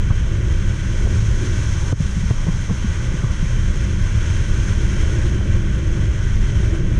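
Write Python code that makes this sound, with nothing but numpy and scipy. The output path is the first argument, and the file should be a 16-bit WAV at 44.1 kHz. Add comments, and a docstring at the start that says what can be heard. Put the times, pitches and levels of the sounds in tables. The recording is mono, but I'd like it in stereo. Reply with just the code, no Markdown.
"""Wind beats on a microphone carried above the handlebars of a motorbike on a wet city road.
Swirls of air make it rumble; air rushing past its two openings (ports) hisses, hums and slaps them.
Underneath, the engine throbs and jolts rattle the microphone's mount. The tyres squeeze water off the
road and throw hissing spray, while other tyres roar and howl nearby. A limiter, which turns down
sounds that are too loud, makes everything dip briefly after the hardest slap."""
import sys
import numpy as np
from scipy import signal
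from scipy.fft import rfft, irfft, next_fast_len
from scipy.io import wavfile
from scipy.ndimage import uniform_filter1d, minimum_filter1d

SR = 44100
rng = np.random.default_rng(int(sys.argv[2]) if len(sys.argv) > 2 else 0)


def master_out(mix):
    """Clip the mix to full scale and print it as 16-bit PCM to the path in sys.argv[1]."""
    frames = np.transpose(np.atleast_2d(mix))
    ceiling = np.clip(frames, -1, 1)
    pcm = np.round(ceiling * 32767).astype(np.int16)
    wavfile.write(sys.argv[1], SR, pcm)


N = 308655
OPPOSED = np.array([[1], [-1]])   # pushes the left channel while it pulls the right


def from_db(db):
    """Turn decibels into a number to multiply by."""
    return 10 ** (np.asarray(db) / 20)


def rms_one(x):
    """Scale a sound so that its average strength (rms) is 1."""
    return x / np.sqrt(np.mean(x ** 2) + 1e-20)


def hit_at_level(x, level_db, span_s=0.018):
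    """Give a short sound the energy of a steady one lasting span_s at level_db."""
    return from_db(level_db) * x / np.sqrt(np.sum(x ** 2) / (span_s * SR))


def drift(per_s):
    """A smooth random wobble, about 1 in size, that changes roughly per_s times a second."""
    step, warm_up = 40, 2000   # samples per step; steps thrown away
    r = np.exp(-2 * np.pi * step * per_s / SR)
    slow = signal.lfilter([1], [1, -2 * r, r * r], rng.standard_normal(N // step + warm_up + 2))[warm_up:]
    return np.interp(np.arange(N) / step, np.arange(len(slow)), rms_one(slow))


def swing(rows):
    """Join a table's points in time: one curve per level column, in dB above or below its average."""
    time_s, *columns = np.transpose(rows)
    curves = [np.interp(np.arange(N) / SR, time_s, column) for column in columns]
    return [curve - curve.mean() for curve in curves]


def across_pitch(pitch_hz, values):
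    """Join points along the pitch axis, giving a value for every frequency in the sound."""
    bins_hz = np.maximum(np.fft.rfftfreq(next_fast_len(N), 1 / SR), 1)
    return np.interp(np.log(bins_hz), np.log(pitch_hz), values)


def colour(x, points, share=1):
    """Turn pitches up or down by a share of a (pitch_hz, gain_db) table."""
    size = next_fast_len(N)
    gain = from_db(share * across_pitch(*np.transpose(points)))
    return irfft(rfft(x, size) * gain, size)[..., :N]


def noise(spectrum):
    """Noise of strength 1, shaped by a (pitch_hz, level_db) table and fading fast past its ends."""
    (low_hz, low_db), (high_hz, high_db) = spectrum[0], spectrum[-1]
    closed = [(low_hz / 2, low_db - 50), *spectrum, (high_hz * 2, high_db - 50)]
    return rms_one(colour(rng.standard_normal(N), closed))


def band(x, low_hz, high_hz):
    """Keep the pitches between two edges, at least an octave apart."""
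    edges_hz = [low_hz, max(high_hz, low_hz * 2)]
    return signal.sosfilt(signal.butter(2, edges_hz, "band", fs=SR, output="sos"), x)


def low_pass(x, edge_hz):
    """Dull a sound by cutting the pitches above edge_hz."""
    return signal.sosfilt(signal.butter(4, edge_hz, fs=SR, output="sos"), x)


def resonate(x, hz, width_hz):
    """Make a sound ring at one pitch; a smaller width rings longer."""
    r = np.exp(-np.pi * width_hz / SR)
    feedback = [1, -2 * r * np.cos(2 * np.pi * hz / SR), r * r]
    return signal.lfilter(np.array([1, 0, -1]) * (1 - r * r) / 2, feedback, x)


def breathy_tone(x, hz, width_hz):
    """Ring noise twice at one pitch, leaving a breathy tone of strength 1."""
    return rms_one(resonate(resonate(x, hz, width_hz), hz, width_hz))


def pan(left_db):
    """Left and right gains that make the left louder by left_db."""
    return from_db(OPPOSED * left_db / 2)


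# How the tyre roar of a motorbike alongside rises and falls: time_s, relative_db
ROAR_SWELL = [(0.0, -59), (1.2, -55), (1.7, -37.5), (1.88, -31), (2.1, -45), (2.25, -42), (2.4, -33.5),
              (2.6, -41), (2.95, -38.5), (3.3, -33.5), (3.6, -57), (7.0, -62)]
# The tone of that roar: pitch_hz, level_db
ROAR_SPECTRUM = [(450, -9), (530, 3), (620, -6), (740, -10), (850, -1), (950, -4), (1200, 0), (1300, -8)]
# How the tyre howl of passing vehicles rises and falls: time_s, relative_db
HOWL_SWELL = [(0.0, -53), (1.5, -50), (2.3, -46), (3.0, -36), (3.7, -43), (4.9, -44), (5.5, -40),
              (6.1, -38), (6.6, -37), (7.0, -38)]


def traffic(roar_db=-48.5, howl_db=-44, howl_hz=1960, howl_width_hz=190):
    """Other tyres: the motorbike alongside roars, and passing vehicles add a thin howl."""
    roar_swell_db, = swing(ROAR_SWELL)
    howl_swell_db, = swing(HOWL_SWELL)
    roar = noise(ROAR_SPECTRUM) * from_db(roar_db + roar_swell_db)
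    howl = breathy_tone(rng.standard_normal(N), howl_hz, howl_width_hz) * from_db(howl_db + howl_swell_db)
    return (roar + howl) * OPPOSED * pan(left_db=3.5)


# Jolts that rattle the mount: time_s, level_db
JOLTS = [(0.107, -19), (2.309, -26), (2.472, -27), (2.488, -19), (2.698, -22), (2.711, -28), (3.243, -23)]
# The notes the mount rings with: pitch_hz, width_hz, gain_db
MOUNT_RINGS = [(794, 210, 1.5), (1070, 220, 6)]


def rattles(click_s=0.0054, dull_hz=1170):
    """The hardest jolts shake the mount: a moment of dull chatter with a short, dry ring."""
    out, t = np.zeros(N), np.arange(SR // 10) / SR
    middle_s = t[-1] / 2
    for time_s, level_db in JOLTS:
        chatter = rng.standard_normal(len(t)) * np.exp(-.5 * ((t - middle_s) / click_s) ** 2)
        ring = sum((-1) ** k * from_db(gain_db) * resonate(chatter, hz, width_hz)
                   for k, (hz, width_hz, gain_db) in enumerate(MOUNT_RINGS))
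        start = round((time_s - middle_s) * SR)
        out[start:start + len(t)] += hit_at_level(low_pass(ring, dull_hz), level_db)
    return out * OPPOSED * pan(left_db=2.5)


def splash(drops_per_s=2500, size_spread_db=2.0, ticks_db=-8.0):
    """Water leaving the tyres: a smooth hiss mixed with the ticks of flung drops."""
    sizes = from_db(size_spread_db * np.minimum(rng.exponential(1, N), 5)) * rng.choice([-1, 1], N)
    ticks = rms_one(sizes * (rng.random(N) < drops_per_s / SR))
    return rms_one(rng.standard_normal(N) + from_db(ticks_db) * ticks)


# How the ports colour tyre noise. Mid is what left and right share, side is how they differ; the side
# copies some of the mid, in step or a quarter of a wave off:
# pitch_hz, mid_db, side_db, in_step_share, off_step_share
PORT_COLOUR = [(800, -80.0, -74.0, 0.0, 0.3), (920, -72.5, -62.0, 0.4, 0.3), (1150, -72.0, -59.5, 0.6, 0.5),
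               (1290, -74.5, -67.0, 0.2, 0.2), (1400, -69.5, -61.5, 0.5, -0.2),
               (1520, -66.0, -66.0, -0.4, -0.6), (1750, -72.5, -64.0, -0.2, -0.6),
               (1970, -70.0, -62.5, 0.4, -0.7), (2200, -73.0, -71.0, 0.1, -0.2),
               (2340, -70.5, -75.0, -0.1, 0.0), (2480, -77.0, -76.5, 0.0, -0.4),
               (2680, -74.0, -70.5, 0.6, -0.5), (2900, -77.5, -73.0, 0.4, -0.0),
               (3120, -72.5, -75.0, 0.6, -0.5), (3420, -75.5, -75.0, 0.8, 0.2),
               (3620, -80.5, -83.5, -0.1, 0.1), (3950, -80.5, -79.5, 0.6, -0.3),
               (4300, -82.5, -77.5, 0.4, -0.0), (4650, -85.5, -81.5, 0.4, 0.2),
               (5150, -81.5, -80.5, 0.7, 0.2), (5500, -76.5, -76.5, 0.7, 0.2),
               (5750, -77.0, -75.5, 0.1, -0.1), (6300, -73.5, -70.5, 0.2, -0.7),
               (6900, -80.0, -81.0, 0.2, -0.3), (7600, -85.0, -85.0, 0.2, -0.4),
               (8500, -87.0, -88.0, -0.1, -0.1), (9900, -92.5, -96.5, 0.2, 0.0),
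               (11000, -105.0, -105.0, 0.2, -0.0), (13400, -111.0, -109.0, -0.1, 0.0)]


def at_ports(shared, own):
    """Turn two noises into left and right, as the two ports hear them: partly alike, partly not."""
    size = next_fast_len(N)
    pitch_hz, *columns = np.transpose(PORT_COLOUR)
    mid_db, side_db, in_step, off_step = [across_pitch(pitch_hz, column) for column in columns]
    likeness = in_step + 1j * off_step
    shared, own = rfft([shared, own], size) * np.sqrt(SR / 2)
    side = likeness * shared + np.sqrt(np.maximum(1 - np.abs(likeness) ** 2, 0)) * own
    return irfft(shared * from_db(mid_db) + side * from_db(side_db) * OPPOSED, size)[:, :N]


# Tyre noise as the water on the road deepens and thins: time_s, wash_relative_db, spray_relative_db
ROAD_WETNESS = [(0.0, -28, -37), (0.35, -28, -35.5), (0.75, -26.5, -33), (1.1, -25.5, -30),
                (1.4, -25.5, -29), (1.6, -25, -28.5), (1.87, -26, -28), (2.1, -27, -30), (2.5, -28, -32),
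                (2.95, -26, -31.5), (3.65, -26.5, -32), (4.1, -25.5, -32.5), (4.3, -25, -31),
                (4.55, -25, -30.5), (4.9, -23.5, -30.5), (5.2, -24.5, -31), (5.38, -27, -35),
                (5.7, -27, -36), (6.15, -26.5, -34.5), (6.5, -27, -34), (6.66, -26, -33.5),
                (6.82, -28, -37.5), (7.0, -27, -36.3)]
# Narrow, hollow rings of the microphone's housing: pitch_hz, width_hz, gain_db
HOUSING_RINGS = [(1545, 68, -10.5), (3100, 144, -13.5), (6380, 88, -12.5), (8500, 220, -21)]
# The wash fades at high pitches, where the spray takes over: pitch_hz, gain_db
WASH_FADE = [(3100, 0), (4800, -13.5)]


def tyres(wash_gain_db=-0.38, spray_gain_db=-1.1, surge_db=0.77):
    """Tyres squeeze water off the road in a broad wash and throw up fine spray; the housing rings along."""
    wash_swell_db, spray_swell_db = swing(ROAD_WETNESS)
    water = at_ports(splash(), splash()) * from_db(surge_db * drift(15.5))
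    water = water + sum(from_db(db) * resonate(water, hz, width_hz) for hz, width_hz, db in HOUSING_RINGS)
    wash = colour(water, WASH_FADE)
    spray = water - wash
    return wash * from_db(wash_gain_db + wash_swell_db) + spray * from_db(spray_gain_db + spray_swell_db)


# How hard the engine's firing shakes the mount: time_s, relative_db
ENGINE_SHAKE = [(0.0, -15.5), (0.2, -17), (0.65, -15.5), (1.15, -19), (1.55, -18), (2.15, -26), (3.1, -18),
                (3.2, -26), (3.6, -10.5), (3.85, -24), (3.95, -17), (6.25, -21), (6.35, -14.5), (7.0, -40)]


def engine(firing_hz=29.0, wander=0.0442, firing_db=-25.5, crank_db=-29.0, uneven_db=3.0):
    """One cylinder shakes the mount each time it fires, and its crank does so twice as often."""
    shake_db, = swing(ENGINE_SHAKE)
    phase = 2 * np.pi * np.cumsum(firing_hz * (1 + wander * drift(4.06))) / SR
    # Left and right shake a little out of step.
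    firing = rms_one(np.sin(phase + OPPOSED * .4)) * from_db(firing_db + 1.37 * shake_db)
    crank = rms_one(np.sin(2 * phase + OPPOSED * 1.07)) * from_db(crank_db)
    return (firing + crank) * from_db(uneven_db * drift(4.7))


# How the wind's rumble rises and falls: time_s, relative_db
RUMBLE_SWELL = [(0.0, -18), (1.2, -17.5), (1.7, -17.5), (2.6, -18), (3.2, -19), (4.3, -17.5), (6.2, -16.5),
                (6.75, -15.5), (7.0, -14)]
# The tone of the big swirls of air: pitch_hz, level_db
BIG_SWIRLS = [(10, -10), (20, 4), (31, 0), (41, -4.5), (54, 3), (66, 1), (110, 0.5), (130, -4.5),
              (165, -13), (192, -9.5), (228, -21), (400, -29.5)]
# The tone of the small swirls: pitch_hz, level_db
SMALL_SWIRLS = [(12, -16), (25, -3), (44, -8), (62, -3), (80, -3), (100, 1), (125, -.5), (155, -4),
                (240, -20)]


def rumble(gust_db, big_db=-17.5, small_db=-23.0, waver_db=0.5):
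    """Big swirls of air press on both ports alike; small ones push one and pull the other."""
    swell_db, = swing(RUMBLE_SWELL)
    big = noise(BIG_SWIRLS) * from_db(big_db + swell_db + 0.085 * gust_db)
    small = noise(SMALL_SWIRLS) * from_db(small_db + waver_db * drift(9.2))
    return (big + small * OPPOSED) * pan(left_db=3.0)


# The lower and upper notes of the air around the housing: pitch_hz, width_hz, average_db
HUM_NOTES = [(193, 44, -22), (329.6, 67, -24)]
# How the lower note rises and falls: time_s, relative_db
LOW_HUM_SWELL = [(0.0, -22), (0.22, -28), (0.33, -11), (0.6, -13.5), (0.87, -23.5), (1.08, -8),
                 (1.27, -16.5), (1.47, -9), (1.68, -22), (2.5, -27), (3.4, -26), (3.6, -18), (3.96, -10),
                 (4.08, -21.5), (4.42, -21), (4.56, -11.5), (4.78, -14.5), (5.25, -13), (5.55, -6.5),
                 (5.68, -20), (5.9, -11.5), (6.3, -21), (6.62, -12.5), (7.0, -13)]


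def hollow_hum(gust_db, waver_db=1.46):
    """Churning air sounds two hollow notes around the housing; the upper one follows the gusts."""
    churn = rng.standard_normal(N)
    low_swell_db, = swing(LOW_HUM_SWELL)
    swells_db = [low_swell_db, 1.3 * gust_db]
    hum = sum(breathy_tone(churn, hz, width_hz) * from_db(average_db + swell_db)
              for (hz, width_hz, average_db), swell_db in zip(HUM_NOTES, swells_db))
    return hum * from_db(waver_db * drift(5.2)) * OPPOSED


# The tone of air rushing past the ports: pitch_hz, level_db
RUSH_SPECTRUM = [(130, -6), (260, -7), (300, 2), (410, 1), (475, -5), (525, 0), (575, -3), (630, -1.5),
                 (690, -11), (900, -25)]
# The tone of the higher hiss over them: pitch_hz, level_db
HISS_SPECTRUM = [(620, -12), (700, -6), (770, -.5), (820, 0), (880, -4), (950, -13), (1150, -16),
                 (1280, -26), (2500, -40)]


def rushing_air(gust_db, rush_db=-23.5, hiss_db=-30.5, rush_flutter_db=0.7, hiss_flutter_db=1.0):
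    """Air crossing the ports makes a fluttering rush and hiss; gusts mostly lift the rush."""
    flutter = np.minimum(drift(37), 2)
    rush = noise(RUSH_SPECTRUM) * from_db(rush_db + 0.47 * gust_db + rush_flutter_db * flutter)
    hiss = noise(HISS_SPECTRUM) * from_db(hiss_db + 0.078 * gust_db + hiss_flutter_db * flutter)
    return (rush + hiss) * OPPOSED


# Sudden blows of wind: time_s, slap_db, slap_top_hz, thump_db, thump_hz
WIND_BLOWS = [(.107, -18.5, 700, -18, 127), (1.93, 1, 530, -2.5, 115), (2.007, -12, 380, -11.5, 146),
              (2.171, -29, 220, -20.5, 177), (2.238, -33, 700, -21, 183), (2.309, -9, 695, -10, 116),
              (2.471, -14, 690, -19.5, 133), (2.489, -12.5, 700, -14, 160), (2.699, -17, 605, -21, 148),
              (2.711, -14.5, 510, -16.5, 182), (2.847, -11.5, 310, -20.5, 201), (3.143, -13, 450, -18, 165),
              (3.241, -13.5, 720, -11.5, 116), (3.429, -21, 200, -16.5, 157)]


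def wind_slaps(low_hz=140, dull_hz=600, usual_db=-16.5, usual_width_s=0.0046, thump_rise_s=0.0048):
    """A whirl of air hits the ports: a rough, dull slap between them and a short, ringing thump on both."""
    out, t = np.zeros((2, N)), np.arange(SR // 5) / SR
    middle_s = t[-1] / 2
    age_s = np.maximum(t - middle_s + 0.00418, 0)   # the thump starts just ahead of the listed time
    for time_s, slap_db, top_hz, thump_db, thump_hz in WIND_BLOWS:
        width_s = usual_width_s * 2 ** (-.075 * (slap_db - usual_db))   # a harder slap is over sooner
        burst = rng.standard_normal(len(t)) * np.exp(-.5 * ((t - middle_s + 1 / top_hz) / width_s) ** 2)
        burst = signal.lfilter(*signal.butter(1, dull_hz, fs=SR), burst)
        slap = low_pass(band(burst, low_hz, 2 * top_hz), top_hz)
        thump = age_s * np.exp(-age_s / thump_rise_s) * np.sin(2 * np.pi * (thump_hz * age_s + rng.random()))
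        blow = hit_at_level(slap, slap_db) * OPPOSED + hit_at_level(thump, thump_db)
        start = max(round((time_s - middle_s) * SR), 0)
        out[:, start:start + len(t)] += blow
    return out


# How strongly the air streams past the microphone: time_s, relative_db
GUSTS = [(0.0, -15), (0.2, -18.5), (0.35, -12), (0.6, -12.5), (0.8, -19), (1.1, -8.5), (1.25, -18.5),
         (1.45, -7.5), (1.68, -17.5), (1.88, -16), (2.1, -28), (2.6, -29), (3.1, -15), (3.4, -21),
         (3.8, -12.5), (4.1, -18.5), (4.25, -10.5), (4.4, -15), (4.8, -11), (5.35, -7), (5.6, -11.5),
         (5.72, -16), (5.9, -8.5), (6.15, -13), (6.28, -20), (6.6, -11.5), (6.8, -9), (7.0, -12)]
# Roughly how much louder the wind is on the left: pitch_hz, left_db
LEFT_LEAN = [(200, 1.3), (340, 2.3), (530, 2.5), (650, 1.9), (730, .4), (850, .2), (1100, .8)]


def wind():
    """Each gust lifts the rumble, upper hum and rush together; the two ports colour the air differently."""
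    gust_db, = swing(GUSTS)
    air = hollow_hum(gust_db) + rushing_air(gust_db)
    deep_rumble = rumble(gust_db)
    left, right = air + wind_slaps()
    leaning = np.array([colour(left, LEFT_LEAN, share=0.22), colour(right, LEFT_LEAN, share=-0.8)])
    return deep_rumble + leaning


def scene():
    """Wind on top of wet tyres, traffic, the engine and the rattling mount."""
    return wind() + tyres() + traffic() + engine() + rattles()


def limiter(x, threshold_db=1.9, release_db_per_s=150, hold_s=0.02, smooth_samples=160):
    """A peak over the threshold turns the volume down at once; it waits briefly, then comes back up."""
    over_db = np.maximum(20 * np.log10(np.abs(x).max(axis=0) + 1e-9) - threshold_db, 0)
    recovery_db = release_db_per_s * np.arange(N) / SR
    cut_db = np.maximum.accumulate(over_db + recovery_db) - recovery_db
    hold = 2 * int(hold_s * SR / 2) + 1
    gain_db = minimum_filter1d(-cut_db, hold, origin=hold // 2 - smooth_samples // 2)
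    return x * from_db(uniform_filter1d(gain_db, size=smooth_samples))


def record(dry):
    """Limit the sound, gently round off its tallest peaks and cut the very highest pitches."""
    cutoff_hz = 13600
    limited = limiter(dry)
    rounded = limited / (1 + limited ** 10) ** (1 / 10)
    return signal.sosfilt(signal.ellip(10, .1, 80, cutoff_hz, fs=SR, output="sos"), rounded)


dry = scene()
out = record(dry)
master_out(out)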